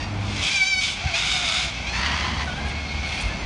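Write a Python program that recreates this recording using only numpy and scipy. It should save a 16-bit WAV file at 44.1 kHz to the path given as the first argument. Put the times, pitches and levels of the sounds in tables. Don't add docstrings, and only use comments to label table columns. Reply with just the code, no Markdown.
import sys
import numpy as np
from scipy import signal
from scipy.fft import rfft, irfft, next_fast_len
from scipy.io import wavfile
from scipy.ndimage import map_coordinates

SR = 44100
rng = np.random.default_rng(int(sys.argv[2]) if len(sys.argv) > 2 else 0)


def store_wav(level_fs):
    pcm = np.round(np.clip(np.atleast_2d(level_fs), -1, 1) * 32767)
    wavfile.write(sys.argv[1], SR, pcm.T.astype(np.int16))


def convert_level_to_amplitude(level_db):
    exponent = np.asarray(level_db, float) / 20
    return 10 ** exponent


N = 152145
T = np.arange(N) / SR

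# time_s, level_db
ROAR_LEVEL = [(0.0, -38.5), (0.22, -38.5), (0.37, -37.5), (0.51, -40.5), (0.64, -48.5), (0.93, -44),
              (1.13, -41.5), (1.74, -41.5), (2.12, -37), (2.87, -39.5), (3.08, -39.5), (3.45, -36.5)]
# frequency_hz, density_db
ROAR_SPECTRUM = [(25, -17.5), (60, 0), (110, -8.5), (200, -9), (450, -22), (750, -15), (1800, -25.5),
                 (10500, -52)]
# time_s, firing_hz, level_db
CAR = [(0, 97, -34), (.06, 101, -32), (.35, 101, -29), (.42, 90, -34), (.5, 86, -50)]
# time_s, firing_hz, level_db
TRUCK = [(1.45, 56, -46), (1.75, 59, -33), (1.97, 60, -34), (2.08, 72, -34), (2.6, 72, -30), (3.1, 73, -35),
         (3.2, 73, -42), (3.45, 60, -36)]
FIRING_ORDERS = [0, -14, -14, -26]
# centre_s, frequency_hz, peak_db, half_width_s
GUSTS = [
    (1.063, 78.5, -17.5, 0.016),
    (3.263, 51.74, -18.5, 0.03),
    (3.455, 51, -24, 0.036),
]
# centre_s, level_db, half_width_s
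WINGS = [(2.69, -51, .011), (3.218, -42, .011), (3.15, -52, .1), (2.45, -55, .015), (3.27, -53, .02)]
# frequency_hz, level_db
FEATHER_SPECTRUM = [(1500, -30), (4000, -6), (9000, 0), (11000, -1), (11500, -80)]
# start_s, length_s, low_hz, high_hz, level_db
SIDE_NOISES = [(0.115, 0.031, 5300, 6300, -59), (1.185, 0.032, 10300, 11000, -65),
               (1.348, 0.029, 4180, 5650, -34), (2.022, 0.032, 10300, 11100, -75),
               (3.388, .04, 5600, 7000, -53)]
# time_s, level_db
CHORUS_LEVEL = [(0, -41), (.2, -41), (.5, -28.5), (.8, -49), (1, -32), (1.1, -29.5), (1.4, -30.5),
                (1.8, -33), (2.3, -42), (2.55, -37), (2.75, -37.5), (3, -34), (3.18, -30), (3.3, -34.5),
                (3.45, -35)]
# start_s, length_s, start_pitch_hz, end_pitch_hz, level_db
FAR_CALLS = [(-.05, 0.094, 891, 930, -33), (.26, 0.23, 732, 630, -37.5), (1.14, 0.043, 819, 900, -24.5),
             (1.75, 0.12, 732, 775, -38), (1.87, 0.13, 815, 905, -31.5), (2.4, 0.13, 743, 745, -45.5),
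             (2.665, 0.056, 771.3, 670, -36.5), (2.75, .07, 777, 875, -37), (2.87, 0.0398, 820, 810, -40),
             (3.12, 0.05, 856, 970, -38), (3.18, .06, 776, 905, -36.5), (3.28, 0.062, 860, 900, -37.5)]
# start_s, length_s, start_pitch_hz, end_pitch_hz, level_db
PEEPS = [(2.47, .03, 755, 725, -33), (2.52, .02, 710, 730, -38), (2.56, .04, 775, 815, -35),
         (2.65, .03, 825, 810, -31), (3.3, .03, 870, 860, -37)]
# time_s, pitch_hz, level_db
CHIRP = [(2.485, 3650, -52), (2.497, 3400, -41), (2.515, 3050, -37), (2.54, 3250, -37), (2.562, 3700, -41),
         (2.578, 3900, -54)]
# time_s, pitch_hz, level_db, second_over_first_db
COO = [(1.01, 675, -44, -6), (1.035, 690, -38, -6), (1.075, 795, -37, -1), (1.105, 680, -41, -8),
       (1.14, 673, -35, -6), (1.185, 690, -40, -4), (1.22, 740, -50, 0), (1.31, 740, -48, 0),
       (1.325, 740, -36, -5), (1.44, 705, -36, -5), (1.46, 670, -43, 3), (1.51, 655, -43, 11),
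       (1.555, 655, -39, 8), (1.575, 720, -42, 4), (1.6, 750, -42, 2), (1.64, 680, -43, 0),
       (1.69, 670, -40, -6), (1.72, 675, -50, -6)]
# time_s, pitch_hz, level_db
WHISTLE = [(2.6, 700, -52), (2.64, 700, -40), (2.74, 722, -40), (2.86, 718, -38), (2.96, 730, -39),
           (3.03, 732, -36), (3.1, 715, -38), (3.2, 735, -39), (3.28, 712, -41), (3.36, 735, -39),
           (3.41, 700, -40), (3.46, 640, -42)]
WHISTLE_OVERTONES = [-14, -14, 0, -16, -14, -7]
# time_s, pitch_hz, level_db, roughness (0 clear, 1 harsh)
FIRST_SCREECH = [(.2, 737.7, -46, 1.2), (.41, 754, -30.5, 1.16), (.435, 790, -24, 0.98),
                 (.505, 801, -24, 0.95), (.53, 790, -21, 0.48), (.575, 780, -20.5, 0.31),
                 (.79, 752, -21.5, 0.09), (.83, 742.7, -21, 0.84), (.9, 748, -25, 0.9),
                 (.95, 738, -34.5, 0.97)]
SECOND_SCREECH = [(1.115, 700, -45, .8), (1.155, 720, -25.5, 0.8), (1.27, 745.6, -24, 0.607),
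                  (1.34, 748.4, -22.5, 0.47), (1.42, 725, -26.5, 0.72), (1.5, 733, -23, 0.74),
                  (1.58, 739, -23.5, 0.65), (1.65, 766.6, -26.5, 0.7), (1.7, 740, -39, 0.9)]
THIRD_SCREECH = [(1.93, 897, -31, 0.8546), (1.97, 925, -26, 0.81), (2.07, 965, -23, 0.9),
                 (2.12, 933.4, -26, 0.98), (2.18, 1050, -27, 0.89), (2.26, 1010, -27, 0.83),
                 (2.33, 985, -31, 0.91), (2.43, 995, -28, 0.8), (2.47, 940, -57, 0.65)]
# time_s, pitch_hz
CLEAR_PITCH = [(.52, 785), (.54, 803), (.575, 782), (.625, 760), (.655, 756), (.68, 783), (.715, 778),
               (.75, 752), (.84, 756)]
CLEAR_OVERTONES = [-20, -16, 0, -14, -12, -10, -15, -16, -21, -28, -31, -32, -34]
# centre_hz, width_hz, level_db
THROAT_FAR = [(790, 520, -6.5), (1670, 1130, -6.5), (2224, 350, 3), (2636, 240, 1), (3256, 270, -1.5),
              (4390, 950, -8.5), (6080, 1130, -12.5)]
THROAT_PEEP = [(800, 400, -4), (1600, 500, 0), (2400, 500, -10), (3300, 500, -9), (5000, 1500, -26)]
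THROAT_FIRST = [(1130, 150, -7), (2360, 400, -1), (3490, 530, 0), (5040, 700, -6), (6190, 1530, -10.5),
                (8900, 5400, -50)]
THROAT_SECOND = [(700, 460, -11), (1225, 220, -1), (2343, 400, 2), (3610, 370, 3.5), (5012, 620, -5),
                 (6535, 990, -8.5), (9300, 7500, -23)]
THROAT_THIRD = [(1005, 390, 2.5), (2090, 450, 1.5), (2600, 230, 1.5), (3200, 384, -1.5), (4480, 490, -4.5),
                (6093, 1000, -13.5), (9000, 2200, -29.5)]


def unit(x):
    return x / np.sqrt(np.mean(x ** 2) + 1e-20)


def curves(rows):
    time_s, *columns = np.transpose(rows)
    return [np.interp(T, time_s, column) for column in columns]


def inside(rows):
    edge_s = .005
    after_start = T - rows[0][0] + edge_s
    before_end = rows[-1][0] + edge_s - T
    return np.clip(np.minimum(after_start, before_end) / edge_s, 0, 1)


def wobble(rate_hz):
    knots = rng.standard_normal(int(N * rate_hz / SR) + 4)
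    return map_coordinates(knots, [T * rate_hz])


def phase(pitch_hz):
    return 2 * np.pi * np.cumsum(pitch_hz) / SR


def filtered(x, response):
    size = next_fast_len(N + SR // 2)
    hz = np.fft.rfftfreq(size, 1 / SR)
    return irfft(rfft(x, size) * response(hz), size)[:N]


def noise(spectrum):
    points_hz, points_db = np.transpose(spectrum)

    def colour(hz):
        return convert_level_to_amplitude(np.interp(np.log(hz + 1), np.log(points_hz), points_db, -120))
    return unit(filtered(rng.standard_normal(N), colour))


def yard(x, wet_db):
    t60_s, first_echo_s = .4, .004
    t = T[:SR // 2]
    tail = rng.standard_normal(len(t)) * convert_level_to_amplitude(-60 * t / t60_s) * (t > first_echo_s)
    wet = signal.fftconvolve(x, tail / np.linalg.norm(tail))[:N]
    return (x + convert_level_to_amplitude(wet_db) * wet) / np.sqrt(1 + convert_level_to_amplitude(2 * wet_db))


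def fades(count):
    depth_db, rate_hz = 2.4, 55
    knots = convert_level_to_amplitude(depth_db * rng.standard_normal((count, 4 * rate_hz)))
    return [np.interp(T * rate_hz, np.arange(len(gains)), gains) for gains in knots]


def overtones(pitch_hz, levels):
    cycle = np.exp(1j * phase(pitch_hz))
    partial, stack = cycle, 0
    for level, fade in zip(levels, fades(len(levels))):
        stack = stack + level * fade * partial.real
        partial = partial * cycle
    return stack, cycle.real


def syrinx(pitch_hz, rough):
    jitter, breath, scatter_db = .08, .9, 2.5
    shaken_hz = pitch_hz * (1 + .003 * wobble(40) + jitter * rough * wobble(350))
    pulses, cycle = overtones(shaken_hz, np.arange(1, 15) ** .095)
    puffs = (1 + cycle) * rng.standard_normal(N)
    share = np.clip(breath * rough, 0, 1)
    mix = np.sqrt(1 - share) * unit(pulses) + np.sqrt(share) * unit(puffs)
    return mix * convert_level_to_amplitude(scatter_db * rough * wobble(250))


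def throat(x, peaks):
    def response(hz):
        total = 0
        for k, (centre, width, db) in enumerate(peaks):
            loss = 1j * hz * width
            total = total + (-1) ** k * convert_level_to_amplitude(db) * loss / (centre ** 2 - hz ** 2 + loss)
        low = (hz / 600) ** 2
        return low / (1 + low) * total
    return filtered(x, response)


def engine(rows):
    hz, db = curves(rows)
    turn = phase(hz * (1 + .004 * wobble(12)))
    tone = 0
    for order, order_db in enumerate(FIRING_ORDERS, 1):
        tone = tone + convert_level_to_amplitude(order_db + 2.3 * wobble(13)) * np.sin(order * turn)
    return convert_level_to_amplitude(db + 2) * inside(rows) * tone


def traffic():
    roar_db = curves(ROAR_LEVEL)[0] + 7 + .83 * wobble(7.91)
    return convert_level_to_amplitude(roar_db) * noise(ROAR_SPECTRUM) + engine(CAR) + engine(TRUCK)


def gusts():
    out = 0
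    for centre, hz, db, half_width in GUSTS:
        t = T - centre
        push = np.cos(2 * np.pi * hz * t) + .46 * np.cos(3.4 * np.pi * hz * t)
        out = out + convert_level_to_amplitude(db) * np.exp(-(t / half_width) ** 2) * push
    return out


def wings():
    strokes = sum(convert_level_to_amplitude(db) * np.exp(-((T - s) / width) ** 4) for s, db, width in WINGS)
    return noise(FEATHER_SPECTRUM) * convert_level_to_amplitude(2.5 * wobble(400)) * strokes


def side_noise():
    out = 0
    for start, length, low, high, db in SIDE_NOISES:
        swell = np.exp(-((T - start - length / 2) / (length / 2)) ** 4)
        band = noise([(low - 1, -120), (low, 0), (high, 0), (high + 1, -120)])
        out = out + convert_level_to_amplitude(db) * swell * band
    return out


def chorus():
    crowd = 0
    for pitch_hz in (735, 800):
        voice = syrinx(pitch_hz * (1 + .02 * wobble(4)), .7)
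        crowd = crowd + convert_level_to_amplitude(1.5 * wobble(5)) * voice
    return convert_level_to_amplitude(curves(CHORUS_LEVEL)[0]) * unit(throat(crowd, THROAT_FAR))


def calls(table, rough, peaks):
    edge_s, hush_db = .012, 30
    rows = []
    for start, length, from_hz, to_hz, db in table:
        end = start + length
        rows += [(start - edge_s, from_hz, db - hush_db), (start, from_hz, db)]
        rows += [(end, to_hz, db), (end + edge_s, to_hz, db - hush_db)]
    hz, db = curves(rows)
    return convert_level_to_amplitude(db + 1.7 * wobble(30.8)) * unit(throat(syrinx(hz, rough), peaks))


def far_birds():
    voices = calls(FAR_CALLS[::2], .26, THROAT_FAR) + calls(FAR_CALLS[1::2], .26, THROAT_FAR)
    return voices + calls(PEEPS, .15, THROAT_PEEP) + chorus()


def small_bird():
    hz, db = curves(CHIRP)
    return convert_level_to_amplitude(db) * inside(CHIRP) * np.sin(phase(hz))


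def cooer():
    hz, db, second_db = curves(COO)
    turn = phase(hz * (1 + .006 * wobble(60) + .009 * wobble(250)))
    first = convert_level_to_amplitude(2.5 * wobble(45)) * np.sin(turn)
    second = convert_level_to_amplitude(second_db - 2 + 2.5 * wobble(45)) * np.sin(2 * turn)
    return convert_level_to_amplitude(db + 2) * inside(COO) * (first + second)


def whistler():
    hz, db = curves(WHISTLE)
    unsteady_hz = hz * (1 + .006 * wobble(40) + .006 * wobble(200))
    tone = overtones(unsteady_hz, convert_level_to_amplitude(np.array(WHISTLE_OVERTONES)))[0]
    return convert_level_to_amplitude(db + 1 + 2 * wobble(35)) * inside(WHISTLE) * tone


def screech(rows, peaks):
    hz, db, rough = curves(rows)
    return convert_level_to_amplitude(db) * inside(rows) * unit(throat(syrinx(hz, rough), peaks))


def first_screech():
    hz, db, rough = curves(FIRST_SCREECH)
    signs = np.resize([1, -1, -1], len(CLEAR_OVERTONES))
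    clear_hz = curves(CLEAR_PITCH)[0] * (1 + .003 * wobble(90))
    note = overtones(clear_hz, convert_level_to_amplitude(np.array(CLEAR_OVERTONES)) * signs)[0]
    throb = convert_level_to_amplitude(3 * np.cos(2 * np.pi * 18 * (T - .622)))
    rasp = unit(throat(syrinx(hz, .85), THROAT_FIRST))
    share = np.clip(rough, 0, 1)
    level = convert_level_to_amplitude(db) * inside(FIRST_SCREECH)
    return level * np.sqrt(1 - share ** 2) * unit(note * throb), level * share * rasp


def near_birds():
    note, rasp = first_screech()
    second = screech(SECOND_SCREECH, THROAT_SECOND)
    third = screech(THIRD_SCREECH, THROAT_THIRD)
    return yard(note, -8) + yard(rasp + second + third, -4)


def scene():
    background = traffic() + gusts() + wings()
    other_birds = yard(far_birds(), -4) + small_bird() + cooer() + whistler()
    mono = background + other_birds + near_birds()
    return np.array([mono, mono])


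def low_pass(x):
    return signal.sosfilt(signal.butter(12, 11180, fs=SR, output="sos"), x)


def record(dry):
    ceiling = .3
    limited = dry[0] / (1 + np.abs(dry[0] / ceiling) ** 4) ** .25
    mono = filtered(limited, lambda hz: 1 / (1 + (hz / 10340) ** 30))
    side = side_noise()
    return low_pass(np.array([mono + side, mono - side]))


dry = scene()
out = record(dry)
store_wav(out)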